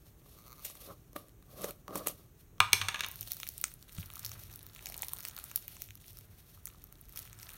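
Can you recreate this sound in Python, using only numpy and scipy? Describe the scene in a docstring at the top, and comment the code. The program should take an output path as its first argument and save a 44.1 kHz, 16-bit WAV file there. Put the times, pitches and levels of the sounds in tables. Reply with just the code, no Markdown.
"""Hands grip a small plastic jar and unscrew its lid: skin noise, hollow knocks and a creak of stick-slip clicks.
The lid drops on a hard table and wobbles to rest: rough contacts set its modes and the table top ringing.
Fingers then dig bead-filled slime out of the jar and stretch it: grains of noise crackle and squelch,
short bursts are popping air pockets, and arms and jar move the table top.
Filtered noise makes a quiet room throughout; the microphone is close."""
import sys
import numpy as np
from scipy import signal
from scipy.fft import rfft, irfft, next_fast_len
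from scipy.io import wavfile

SR = 44100
rng = np.random.default_rng(int(sys.argv[2]) if len(sys.argv) > 2 else 0)


def inscribe(sig):
    """Save sig as 16-bit PCM at rate SR to the path in sys.argv[1].

    A 1-D sig is mono; a 2-D sig holds one channel per row.
    Samples are clipped to [-1, 1] before scaling.
    """
    pcm = np.round(np.clip(np.atleast_2d(sig).T, -1, 1) * 32767)
    wavfile.write(sys.argv[1], SR, pcm.astype(np.int16))


def magnitude_from_level(level_db):
    """Linear magnitude for a level in decibels (20 dB per decade)."""
    exponent = np.asarray(level_db, float) / 20
    return 10 ** exponent


N = 333837

# fingers in the slime: t/s, rustle level/dB, wet squelch level/dB, share of crackle in the rustle (0-1)
HANDS = [(3.0, -70, -59, .9), (3.09, -61, -64, 1), (3.3, -49.5, -78, 0.93), (3.52, -55, -85, 0.6),
         (3.7, -57, -75, 0.74), (3.78, -69.5, -77, 0.63), (3.9, -61.5, -74.5, 0.85), (3.96, -52, -68, 0.86),
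         (4.1, -59, -66, 1), (4.28, -53, -63.5, 0.65), (4.45, -56.5, -68, 0.65), (4.63, -61.5, -68, 1),
         (4.8, -62, -68, .9), (4.87, -51.5, -62.5, 0.83), (5.2, -53, -64.5, 0.97), (5.42, -55, -61, 0.85),
         (5.7, -58, -75, 0.3), (5.82, -54, -82, 0.45), (5.98, -71.5, -87, 1), (6.08, -53.5, -81, 0.52),
         (6.2, -65, -81, 0.76), (6.28, -68, -76.5, 0.54), (6.5, -63.5, -76.5, 0.16), (6.85, -69.5, -75, 1),
         (7.1, -65.5, -76.5, .9), (7.18, -51, -64, 0.57), (7.3, -61, -67.5, 0.83), (7.57, -52, -58, 1)]
# pitch of the air space in the jar as fingers fill and leave it: t/s, f/Hz
AIR_SPACE = [(3.0, 1300), (4.8, 1290), (4.87, 673), (5.05, 920), (5.25, 1260), (5.6, 1400), (6.5, 1300),
             (7.57, 1250)]
TABLE_HZ, TABLE_T60_S = 96, 0.28   # lowest mode of the table top


def rms_one(x):
    """Scale to rms 1."""
    return x / np.sqrt(np.mean(x ** 2) + 1e-20)


def peak_one(x):
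    """Scale every row to peak 1."""
    return x / np.abs(x).max(axis=-1, keepdims=True)


def in_time(rows):
    """Columns of a curve, one value a sample."""
    s, *columns = np.transpose(rows)
    return [np.interp(np.arange(N) / SR, s, column) for column in columns]


def during(rows):
    """True while a curve lasts."""
    t = np.arange(N) / SR
    return (t > rows[0][0]) & (t < rows[-1][0])


def band(x, low_hz, high_hz):
    """Butterworth band-pass: keeps the sound between two pitches."""
    edges = [low_hz, min(high_hz, SR / 2.2)]
    return signal.sosfilt(signal.butter(2, edges, "band", fs=SR, output="sos"), x)


def coloured(x, spectrum):
    """Shape by a spectrum in dB per Hz, then scale to rms 1."""
    hz, db = np.transpose(spectrum)
    size = next_fast_len(len(x))
    grid = np.maximum(np.arange(size // 2 + 1) * SR / size, 1)
    gain = magnitude_from_level(np.interp(np.log(grid), np.log(hz), db))
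    return rms_one(irfft(rfft(x, size) * gain, size)[:len(x)])


def resonance(x, hz, width_hz):
    """Two-pole band with gain 1 on top."""
    r = np.exp(-np.pi * width_hz / SR)
    feedback = [1, -2 * r * np.cos(2 * np.pi * hz / SR), r * r]
    return signal.lfilter(np.array([1, 0, -1]) * (1 - r * r) / 2, feedback, x)


def ring(clicks, hz, t60):
    """A unit click sets a sine of starting height 1 ringing; it falls 60 dB in t60 seconds."""
    r, w = magnitude_from_level(-60 / (t60 * SR)), 2 * np.pi * hz / SR
    return signal.lfilter([0, np.sin(w)], [1, -2 * r * np.cos(w), r * r], clicks + 1e-18)


def drift(rate):
    """Slow random wandering of rms 1; a higher rate wanders faster."""
    r = np.exp(-2 * np.pi * rate / SR)
    noise = rng.standard_normal(N + SR)
    return rms_one(signal.lfilter([1], [1, -2 * r, r * r], noise)[SR:])   # first second: settling


def grains(per_s, spread_db):
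    """Random clicks of very uneven size."""
    sizes = magnitude_from_level(spread_db * np.minimum(rng.exponential(1, N), 5)) * rng.choice([-1, 1], N)
    return sizes * (rng.random(N) < per_s / SR)


def bursts(count, rise_ms, t60_ms, size=2048):
    """Rows of noise that swell and die."""
    ms = np.arange(size) / SR * 1000
    rise_ms = np.maximum(rise_ms, .05)
    rise = np.minimum(ms / rise_ms, 1) ** 2
    fall = magnitude_from_level(-60 * np.maximum(ms - rise_ms, 0) / np.maximum(t60_ms, 1))
    return rng.standard_normal((count, size)) * rise * fall


def mixed(parts, gains):
    """Sum of bands, with a peak height set by their gains alone."""
    total = sum(gain * peak_one(part) for part, gain in zip(parts, gains))
    return peak_one(total) * np.sqrt(sum(gain ** 2 for gain in gains))


def add(out, s, sounds):
    """Lay each row into out at its time."""
    for at, sound in zip(np.round(np.asarray(s) * SR).astype(int), sounds):
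        out[at:at + len(sound)] += sound[:N - at]


def swells(start_s, stop_s, db, rise_db_per_s, fall_db_per_s):
    """Level in dB of overlapping swells that rise, hold and fade."""
    t = np.arange(0, N + 64, 64) / SR   # one value every 64 samples, joined by lines
    before, after = np.maximum(start_s - t, 0), np.maximum(t - stop_s, 0)
    each = db - rise_db_per_s * before - fall_db_per_s * after
    total_db = 10 * np.log10(np.sum(magnitude_from_level(2 * each), axis=0) + 1e-14)   # powers add up
    return np.interp(np.arange(N) / SR, t, total_db)


def echoes(x, t60, cut_hz):
    """Dense reflections as fading noise; above cut_hz the noise is weaker and fades more slowly."""
    t = np.arange(SR // 2) / SR
    noise = rng.standard_normal(len(t)) * np.minimum(t / 0.0013, 1)
    dull = signal.sosfilt(signal.butter(1, cut_hz, fs=SR, output="sos"), noise)
    tail = dull * magnitude_from_level(-60 * t / t60) + 0.35 * (noise - dull) * magnitude_from_level(-60 * t / (1.4 * t60))
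    return signal.fftconvolve(x, tail / np.sqrt(np.sum(tail ** 2)))[:N]


def room_tone():
    """Steady rumble and hiss, with a wavering low hum: noise through narrow resonances."""
    # sound of the quiet room: f/Hz, level per Hz/dB
    room_spectrum = [(15, -30.5), (25, -3.5), (80, 0.5), (123, 1), (241, -13), (425, -14), (500, -23),
                     (691, -22.5), (881, -26), (1250, -25.5), (4950, -37), (6140, -30), (10300, -34),
                     (13100, -29.5), (15800, -28.5)]
    hum_hz, hum_width_hz = 46, 14
    hum = resonance(rng.standard_normal(N), hum_hz, hum_width_hz)
    hum = rms_one(resonance(hum, hum_hz, 2 * hum_width_hz))
    return magnitude_from_level(-59.5) * coloured(rng.standard_normal(N), room_spectrum) + magnitude_from_level(-65) * hum


def rustle(db, crackle):
    """Smooth hiss, and fine clicks in clumps; each click has a colour of its own."""
    # colour of skin and slime noise: f/Hz, level per Hz/dB
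    rustle_spectrum = [(350, -32), (600, 1), (1040, -14.5), (2630, -3.5), (5000, -1), (6230, -4.5),
                       (7760, -7), (10300, 0), (12200, 2), (14400, 1), (15800, -4.5)]
    clicks = grains(1200 * magnitude_from_level(6 * drift(30)), spread_db=5.0)
    edges_hz = [700, 2500, 5000, 8000, 11000, 18000]
    dealt = rng.integers(0, 5, N)   # each click sounds in its own band and the neighbouring ones
    fine = sum(band(clicks * (abs(dealt - k) <= 1), edges_hz[k], edges_hz[k + 1]) for k in range(5))
    hiss = coloured(rng.standard_normal(N), rustle_spectrum) * magnitude_from_level(3.3 * drift(20))
    hiss_share = np.sqrt(1 - np.clip(crackle, 0, 1) ** 2)
    return magnitude_from_level(db) * (crackle * coloured(fine, rustle_spectrum) + hiss_share * hiss)


def jar(x):
    """The plastic jar and the air inside it colour whatever rubs or knocks it."""
    # resonances of the jar: f/Hz, width/Hz, level/dB
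    jar_modes = [(290, 130, -8), (550, 190, 2), (780, 220, -7), (1150, 110, 0)]
    # neighbouring resonances have opposite signs
    return sum(magnitude_from_level(db) * (-1) ** k * resonance(x, hz, width) for k, (hz, width, db) in enumerate(jar_modes))


def hollow_rub(db):
    """Fingers slide on the jar wall in uneven jerks: flickering noise and clicks through the jar."""
    rubbing = rng.standard_normal(N) * magnitude_from_level(3 * drift(40))
    rubbing = rubbing + .6 * rms_one(grains(500, spread_db=4))
    return magnitude_from_level(db) * rms_one(band(jar(rubbing), 300, 1500))


def rumble(db):
    """Handling shakes jar and table top: uneven low noise."""
    return magnitude_from_level(db) * rms_one(band(rng.standard_normal(N) * magnitude_from_level(2.5 * drift(30)), 120, 380))


def grips():
    """Each grip swells and fades: skin rustles, the jar sounds hollow, the hands rumble."""
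    # grips and turns of the closed jar: loudest t/s, skin rustle level/dB, hollow level/dB, swell/s, fade/s
    grip_rows = [(.06, -64, -84, 0.23, 0.17), (.33, -62, -74, 0.23, 0.4), (.48, -64.5, -69.5, 0.86, 0.51),
                 (0.656, -46.5, -80, 0.13, 0.16), (0.831, -51, -64.5, 0.35, 0.24),
                 (0.906, -59, -47.5, 0.11, 0.064), (1.163, -48, -41.5, 0.012, 0.034),
                 (1.2, -61.5, -62, 0.14, 0.18), (1.638, -46.5, -48.5, 0.2, 0.17),
                 (1.699, -68, -48.5, 0.25, 0.029), (1.891, -79, -50.5, 0.011, 0.25),
                 (1.962, -44.5, -42, 0.088, 0.2), (2.068, -37, -45, 0.013, 0.09),
                 (2.2, -64, -67.5, 0.6, 0.21), (2.41, -66.5, -78, 0.14, 0.15)]
    s, rustle_db, hollow_db, swell_s, fade_s = np.transpose(grip_rows)[:, :, None]
    swing_db = 30   # swell and fade are the times to rise and fall this much
    rise, fall = swing_db / np.maximum(swell_s, .005), swing_db / np.maximum(fade_s, .005)
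    rustle_db = swells(s, s, rustle_db, rise, fall)
    hollow_db = swells(s, s, hollow_db, rise, fall)
    rumble_db = np.maximum(hollow_db - 1, -71.5)   # never quieter than the still hands
    before_slime = np.arange(N) / SR < HANDS[0][0]
    return rustle(rustle_db, crackle=0.45) + hollow_rub(hollow_db) + rumble(rumble_db) * before_slime


def touches():
    """Skin slips briefly on the plastic and knocks the hollow jar: noise bursts in three bands."""
    # slips and knocks of lid and fingers:
    # t/s, treble peak/dB, middle above treble/dB, knock above treble/dB, t60/ms
    touch_rows = [(0.645, -27.5, -9, -24, 60), (0.6993, -34.5, -20, -11, 3.1), (0.216, -68, 6, 9.5, 13),
                  (0.259, -62, 0.5, 6, 9), (0.752, -39.5, -18, -8, 14), (1.131, -43, -21, -8, 4.6),
                  (1.1617, -30.5, -3, -4.5, 16.3), (1.284, -43.5, -11, -12, 3.3), (1.293, -50, -3, -34, 5),
                  (1.425, -45.5, -5, -17, 6), (1.6177, -31, -10, -18, 7.1), (1.642, -26.5, -24, 0.5, 13.8),
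                  (1.7078, -26.5, -10.5, -20, 7.1), (1.8797, -36, -15, 3, 8), (1.907, -53.5, -6, 16, 7.8),
                  (1.9549, -23, -30, -4.5, 16), (1.972, -28.5, -17, -25, 45), (2.0609, -46, -8, 10, 9),
                  (2.0709, -10.5, -14, -14, 7.5), (2.081, -24, -11, -35, 24), (2.581, -55.5, 5, -2, 8.5)]
    s, db, middle_db, knock_db, t60_ms = np.transpose(touch_rows)[:, :, None]
    burst = bursts(len(s), 0.079 * t60_ms, t60_ms)   # longer bursts rise more slowly
    knock = jar(burst) + .4 * band(burst, 130, 900)
    parts = band(burst, 6000, 17000), band(burst, 2000, 6000), knock
    out = np.zeros(N)
    add(out, s[:, 0], magnitude_from_level(db) * mixed(parts, [1, magnitude_from_level(middle_db), magnitude_from_level(knock_db)]))
    return out


def creak():
    """Nearly regular stick-slip steps of the turning thread ring the plastic."""
    # thread creaks while the lid turns: start t/s, length/s, slips per second/Hz, relative level/dB
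    creak_rows = [(0.384, .01, 105, -40), (0.417, .06, 122, -40), (0.503, .04, 123, -37.5),
                  (0.582, .045, 160, -38)]
    # what the slips ring: f/Hz, width/Hz, level/dB
    thread_modes = [(1200, 120, 17), (2140, 240, 5.5), (4300, 520, 7), (6060, 830, 4)]
    start, length, per_s, db = np.transpose(creak_rows)[:, :, None]
    middle = start + length / 2
    rate = np.interp(np.arange(N) / SR, middle[:, 0], per_s[:, 0])
    cycles = np.cumsum(rate * magnitude_from_level(0.45 * drift(20))) / SR
    slips = np.diff(np.floor(cycles), prepend=0)   # one click each time a cycle is full
    level_db = swells(start, start + length, db, rise_db_per_s=600, fall_db_per_s=900)
    slips = slips * magnitude_from_level(level_db + 3.9 * drift(15) + rng.normal(0, 3.0, N))
    ringing = sum(magnitude_from_level(mode_db) * resonance(slips, hz, width) for hz, width, mode_db in thread_modes)
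    return 1.5 * band(slips, 10000, 17000) + ringing


def rolling_rim():
    """The rim rolls on the table: dense small contacts."""
    # rolling of the lid's rim: t/s, relative level/dB
    wobble = [(2.72, -45), (2.772, -50), (2.832, -45.5), (2.918, -49), (3.054, -47), (3.16, -66)]
    return magnitude_from_level(in_time(wobble)[0] - 24) * during(wobble) * rms_one(grains(2500, spread_db=3.0))


def lid_ring(bounces, size=1024):
    """Each contact is a short rough push into all modes of the lid; the rolling rim drives them too."""
    # modes of the lid: f/Hz, relative level/dB, t60/s before the cap below
    lid_modes = [(960, -11, 0.037), (1067.6, -20, 0.21), (1222, -13, 0.089), (1270, -12, .015),
                 (1697, -4, 0.017), (2000, -15.5, .03), (2318, -6, 0.016), (2400, -2, .01),
                 (2800, 3, 0.0075), (3040, -5.5, 0.0063), (3530, 2.5, .01), (4000, 0, 0.012),
                 (5980, -4.5, 0.0083), (6290, 1, 0.013), (7050, -24, 0.0027), (8900, -2, 0.0042),
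                 (12280, 2.5, 0.00091)]
    s, db, contact_ms, bright_db, favoured_hz, low_db = bounces
    t = np.arange(size) / SR
    rolling = rolling_rim()
    out = np.zeros(N)
    for hz, mode_db, t60 in lid_modes:
        # the push is slightly shorter for high modes
        rise = t / (np.maximum(contact_ms, .2) / 1000) * (hz / 2500) ** 0.11
        push = rng.standard_normal((len(s), size)) * rise * np.exp(-2 * rise)
        nearby = np.exp(-2j * np.pi * t[:, None] * (hz + np.linspace(-1, 1, 5) / t60))
        push /= np.sqrt(np.mean(np.abs(push @ nearby) ** 2, axis=1, keepdims=True))   # unit drive at this mode
        strength_db = db - 9 + mode_db + bright_db * np.log2(hz / 2500) + low_db * (hz < 1500)
        # each spot of the rim drives other modes
        strength_db += 7 * np.exp(-(np.log2(hz / favoured_hz) / 0.2) ** 2)
        pushes = rolling * magnitude_from_level(mode_db)
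        add(pushes, s[:, 0], magnitude_from_level(strength_db + rng.normal(0, 0.65, db.shape)) * push)
        longest_s = 30 / hz + .1 * (hz < 2300)
        out += ring(pushes, hz, min(t60, longest_s))
    return band(out, 800, 18000)   # a small lid radiates no bass


def lid_crack(bounces):
    """Each bounce gives a broad crack and a bright top: two bands of noise bursts."""
    s, db, contact_ms, bright_db, _, _ = bounces
    crack = np.zeros(N)
    middle = peak_one(band(bursts(len(s), contact_ms / 2, t60_ms=8), 1200, 5400))
    add(crack, s[:, 0], magnitude_from_level(db - 10) * middle)
    top = peak_one(band(bursts(len(s), contact_ms / 3, t60_ms=4.0), 7000, 14000))
    add(crack, s[:, 0], magnitude_from_level(db - 14 + 1.8 * bright_db) * top)
    return crack


def table_knock(bounces):
    """Each bounce thumps the table top, whose low modes ring on."""
    # higher modes of the table top: f/Hz, level above the lowest mode/dB, t60/s
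    table_modes = [(200, 3.5, 0.027), (394.7, -0.5, 0.071)]
    s, bounce_db = bounces[:2]
    thumps = np.zeros(N)
    add(thumps, s[:, 0], magnitude_from_level(bounce_db - 30.5) * np.hanning(60) / 30)
    knock = sum(magnitude_from_level(db) * ring(thumps, hz, t60) for hz, db, t60 in table_modes)
    return knock + ring(thumps, TABLE_HZ, TABLE_T60_S)


def table_tail(x):
    """The table top rings densely after each contact."""
    return echoes(x, t60=0.33, cut_hz=3300)


def lid():
    """The dropped lid bounces and rolls: ringing lid, cracks, and the table top under it."""
    # lid on table:
    # t/s, strength/dB, contact length/ms, brightness per octave/dB, favoured modes f/Hz, low ring/dB
    bounce_rows = [(2.6027, -6.5, 1.36, -0.5, 2450, 7.5), (2.7308, -5, 1.27, 4, 2280, -11),
                   (2.813, -17.5, 5.1, -2, 3240, -3.5), (2.884, -15.5, 3.7, 0.5, 1540, -2),
                   (2.943, -20.5, 3.6, -3.5, 1590, -7), (2.958, -28, 1.7, -7, 2620, -17),
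                   (2.992, -28, 4.95, -2, 3180, 2), (3.0072, -23, 0.65, 2, 2800, -6),
                   (3.034, -25, 4.7, -4, 2000, -4), (3.0449, -25, 1.5, -1, 3130, -6)]
    bounces = np.transpose(bounce_rows)[:, :, None]
    ringing, crack = lid_ring(bounces), lid_crack(bounces)
    ringing = ringing + magnitude_from_level(-14.5) * table_tail(ringing)
    crack = crack + magnitude_from_level(-7) * table_tail(crack)
    return ringing + crack + table_knock(bounces)


def table_boom():
    """The table top hums at its lowest mode when arms lean on it: noise through a narrow resonance."""
    # arms lean on the table top: start t/s, length/s, level/dB
    leans = [(2.6, .06, -52), (2.736, 0.096, -49), (3.165, 0.058, -52), (4.006, 0.026, -50),
             (4.233, .2, -54.5), (4.5, 0.16, -55.5), (4.9, 0.24, -68), (5.885, 0.062, -58),
             (6.098, .25, -58.5), (6.58, .1, -63.5), (7.16, 0.36, -64.5)]
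    start, length, db = np.transpose(leans)[:, :, None]
    lean_db = swells(start, start + length, db, rise_db_per_s=250, fall_db_per_s=157)
    boom = resonance(rng.standard_normal(N), TABLE_HZ, width_hz=25)
    return magnitude_from_level(lean_db) * rms_one(resonance(boom, TABLE_HZ, width_hz=50))


def squelch(db, width, size=256):
    """Wet slime sliding in the open jar: clumps of dull grains, coloured by the air space as its pitch moves."""
    wet = rms_one(grains(350 * magnitude_from_level(6.7 * drift(19)), spread_db=5.0)) + 1.12 * rng.standard_normal(N)
    out, state = np.zeros(N), np.zeros(2)
    for i, hz in zip(range(0, N, size), in_time(AIR_SPACE)[0][::size]):
        r = np.exp(-np.pi * width * hz / SR)   # width is a share of the pitch
        feedback = [1, -2 * r * np.cos(2 * np.pi * hz / SR), r * r]
        out[i:i + size], state = signal.lfilter([1, 0, -1], feedback, wet[i:i + size], zi=state)
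    return magnitude_from_level(db) * rms_one(rms_one(out) + .5 * rms_one(band(wet, 360, 2800)))


def fizz():
    """Tiny bright snaps between the beads: random clicks with only their treble kept."""
    return rms_one(band(grains(500 * magnitude_from_level(5 * drift(25)), spread_db=5.0), 10000, 17000))


def small_pops(crackle_db):
    """Many smaller pockets, as rows like the loud pops, at random moments; they follow the crackle."""
    count, first_s = 60, HANDS[0][0]
    when, size, dull, hollow, long = rng.random((count, 5)).T
    s = first_s + when * (N / SR - first_s - .01)
    db = crackle_db[(s * SR).astype(int)] + 17 + 8 * (size - .5)
    lower_db = -9.5 + 16 * (dull - .5)
    hollow_db = lower_db - 21.5 + 8 * (hollow - .5)
    return np.transpose([s, db, lower_db, hollow_db, 6.9 * (.5 + long)])


def snaps(pops, ring_cycles, size=1024):
    """A film tears: a sharp noise burst; the air space in the jar rings a few cycles."""
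    s, db, lower_db, hollow_db, t60_ms = np.transpose(pops)[:, :, None]
    t = np.arange(size) / SR
    burst = bursts(len(s), 0.2, t60_ms, size=size)
    burst = burst + magnitude_from_level(8) * bursts(len(s), 0.32, t60_ms=0.4, size=size)   # sharp spike at the first instant
    # the upper middle lies between top and lower middle
    upper_db = 2 + 0.43 * lower_db + rng.normal(0, 2.5, db.shape)
    hz = np.interp(s, *np.transpose(AIR_SPACE)) * magnitude_from_level(rng.normal(0, .6, db.shape))
    hollow = np.sin(2 * np.pi * hz * t) * np.minimum(t * hz, 1) * magnitude_from_level(-60 * t * hz / ring_cycles)
    hollow = peak_one(hollow) + .6 * peak_one(band(burst, 500, 2000))
    parts = band(burst, 9000, 17000), band(burst, 4500, 9000), band(burst, 2000, 4500), hollow
    out = np.zeros(N)
    add(out, s[:, 0], magnitude_from_level(db) * mixed(parts, [1, magnitude_from_level(upper_db), magnitude_from_level(lower_db), magnitude_from_level(hollow_db)]))
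    return out


def slime():
    """Crackle, squelch, rumble and bursting air pockets."""
    # the louder air pockets bursting:
    # t/s, top peak/dB, lower middle above top/dB, hollow ring above top/dB, t60/ms
    loud_pops = [(3.0638, -23, -19, -15, 5.6), (3.086, -20, -39, -31, 4.4), (3.1142, -22.5, -47, -39, 4),
                 (3.1576, -28, -31, -35, 4.5), (3.2097, -18, -42, -47, 3), (3.2291, -28.5, -8.5, -35, 3.6),
                 (3.3185, -13, -23, -42, 6.4), (3.3333, -25, -32, -41, 4), (3.3682, -24.5, -30, -25, 3.6),
                 (3.4007, -27.5, -10.5, -22, 5.4), (3.4318, -28, 3.5, -17, 1.7),
                 (3.4681, -33.5, -0.5, -32, 4), (3.4754, -23, -17, -37, 4), (3.489, -14.5, -26.5, -56, 2.9),
                 (3.538, -35, -22, -39, 4), (3.5797, -23.5, -27, -41, 4.7), (3.614, -19, -33, -47, 6.3),
                 (3.6405, -21.5, 1.5, -14, 5), (3.6538, -28, -29, -35, 2.8), (3.739, -28, -27, -43, 5.9),
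                 (3.8262, -38.5, -22, -30.5, 5.3), (3.9835, -39, 4, -4, 3.5), (4.0296, -51, 15, -22, 4),
                 (4.1023, -40, 4, -7, 2.4), (4.1368, -31.5, -26, -18, 3.1), (4.146, -46, -23, -20, 3.2),
                 (4.1562, -27, -23, -26, 2.9), (4.1684, -38, -33, -5.5, 5.7),
                 (4.1938, -25.5, -29, -26, 4.7), (4.2305, -38, -8, -32, 4), (4.2481, -21.5, -26, -38, 4),
                 (4.2526, -18, -42, -35, 8.7), (4.2625, -18.5, -18, -40, 4), (4.2936, -26, -21, -27, 4),
                 (4.3168, -32, -5, -14.5, 3), (4.4366, -31, -24, -36, 3.6), (4.5384, -32, -22, -38, 5),
                 (4.559, -26.5, -41, -39, 5), (4.592, -35.5, -30.5, -34, 4.5),
                 (4.6294, -30.5, -36, -33, 5.2), (4.6658, -29, -21, -32, 4.8), (4.7493, -34, -30, -34, 4),
                 (4.762, -51.5, 10, -2, 2.8), (4.7918, -46.5, 10.5, -9, 3.5),
                 (4.8583, -23, -12.5, -42, 2.3), (4.8685, -32, -1, -22, 9.6),
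                 (4.8993, -25.5, -20, -22, 5.3), (4.9222, -30, -9.5, -26, 4.6), (4.9426, -29.5, -5, -31, 4),
                 (4.978, -24.5, -32, -48, 8.1), (5.021, -17, -29, -29, 12), (5.0313, -36, 8, -6.5, 6.1),
                 (5.0467, -23, -37, -35, 6.2), (5.084, -19.5, -26, -39, 4), (5.1341, -16, -36, -23.5, 5.1),
                 (5.1865, -26, -18, -31, 4.7), (5.2056, -25.5, -12, -34, 6.6), (5.228, -30, -21, -28, 4),
                 (5.251, -24.5, -5.5, -21.5, 2.5), (5.2849, -22, -23, -30, 5.7),
                 (5.3652, -26, -22, -29, 4.4), (5.378, -35, 1, -9, 3.3), (5.3882, -28, -24, -13, 3.3),
                 (5.4406, -25, -33, -27, 4), (5.5143, -31, -8, -16, 5.2), (5.5592, -10, -32, -40, 10),
                 (5.5752, -28, -7.5, -24, 5.3), (5.6804, -24, -14, -33, 3.7), (5.7673, -43, 0, -13, 4.7),
                 (5.8198, -18, -19.5, -35, 3), (5.8396, -32, -17, -33, 4), (5.8881, -48, 4, -17, 4),
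                 (5.9066, -35, -1.5, -24, 4), (5.954, -31, -27, -29, 4.4), (6.0202, -44, -18, -30, 3.7),
                 (6.0427, -47, 2, -25, 4), (6.0813, -35, -22, -32, 4.5), (6.131, -41, -25, -36, 4),
                 (6.1712, -35.5, -18, -28, 5.2), (6.1875, -30, -23, -26, 5.6), (6.21, -41, -9, -30, 4.8),
                 (6.575, -48, -21, -6, 4.3), (6.6558, -20.5, -36, -34, 2.1), (6.6708, -28.5, -16, -28, 4),
                 (6.6767, -40, -4, -10.5, 1.8), (6.6884, -36, -23, -29, 4), (6.7014, -54, 5.5, -8, 4),
                 (6.7248, -55, -4, -4, 4), (6.7466, -52, -16, 0, 4), (6.8404, -31, -22.5, -28, 4.5),
                 (6.9253, -31.5, -15.5, -22.5, 4), (6.985, -50, -14.5, -27, 4),
                 (7.0123, -30, -45, -35, 3.5), (7.0854, -43, -15, -23, 3.7), (7.0938, -32, -19, -32, 4),
                 (7.1242, -34, -24, -32, 4.5), (7.1597, -27.5, -23, -23, 4),
                 (7.1733, -21, -11.5, -35, 11.5), (7.191, -21, -36, -46, 4), (7.2002, -33, -17, -32, 4),
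                 (7.3297, -39, -4.5, -27, 4.7), (7.4295, -34.5, -8, -40, 12), (7.4342, -47, -3, -15, 3.5),
                 (7.4912, -33.5, -8, -32, 9)]
    rustle_db, squelch_db, crackle = in_time(HANDS)
    crackle = np.clip(crackle, .05, 1)
    # handling rumble in the open jar takes part in the rustle's swing
    rumble_db = -77 + .3 * (rustle_db - rustle_db.mean()) + 4 * drift(9.1)
    steady = rustle(rustle_db, crackle) + squelch(squelch_db, width=0.44) + rumble(rumble_db)
    steady = steady + magnitude_from_level(rustle_db - 7) * crackle * fizz()
    pops = np.vstack([loud_pops, small_pops(rustle_db + 20 * np.log10(crackle))])
    return during(HANDS) * steady + snaps(pops, ring_cycles=11.4)


def bump():
    """The jar bumps the table once: a soft push sets jar and table top swinging."""
    push = np.zeros(N)
    add(push, [3.984], [magnitude_from_level(-32) * np.hanning(100) / 50])   # time in s, strength in dB
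    return ring(push, hz=154, t60=0.063) + 0.34 * ring(push, TABLE_HZ, TABLE_T60_S)


def scene():
    """All near sounds, their echoes, the leaning arms and the room tone."""
    near = grips() + touches() + creak() + lid() + slime() + bump()
    near = near + magnitude_from_level(-14) * echoes(near, t60=0.2, cut_hz=17000)
    return (near + table_boom() + room_tone())[None]


def band_limit(x):
    """A steep low-pass at the top of the band."""
    return signal.sosfilt(signal.butter(12, 17150, fs=SR, output="sos"), x)


def record(dry):
    """Peaks are rounded; the microphone has a few dips in the treble and a steep top cut."""
    # microphone colour: f/Hz, width/Hz, level/dB
    dips = [(4890, 450, -7.5), (7510, 400, -6.5), (10360, 490, -13)]
    overload = .85   # no peak passes this height here
    mix = overload * np.tanh(dry / overload)
    for hz, width, db in dips:
        mix = mix - (1 - magnitude_from_level(db)) * resonance(mix, hz, width)
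    top_cut = signal.ellip(8, .3, 40, 15850, fs=SR, output="sos")   # ripple dB, stop dB, cut Hz
    mix = signal.sosfiltfilt(top_cut, mix)
    return band_limit(mix)


dry = scene()
out = record(dry)
inscribe(out)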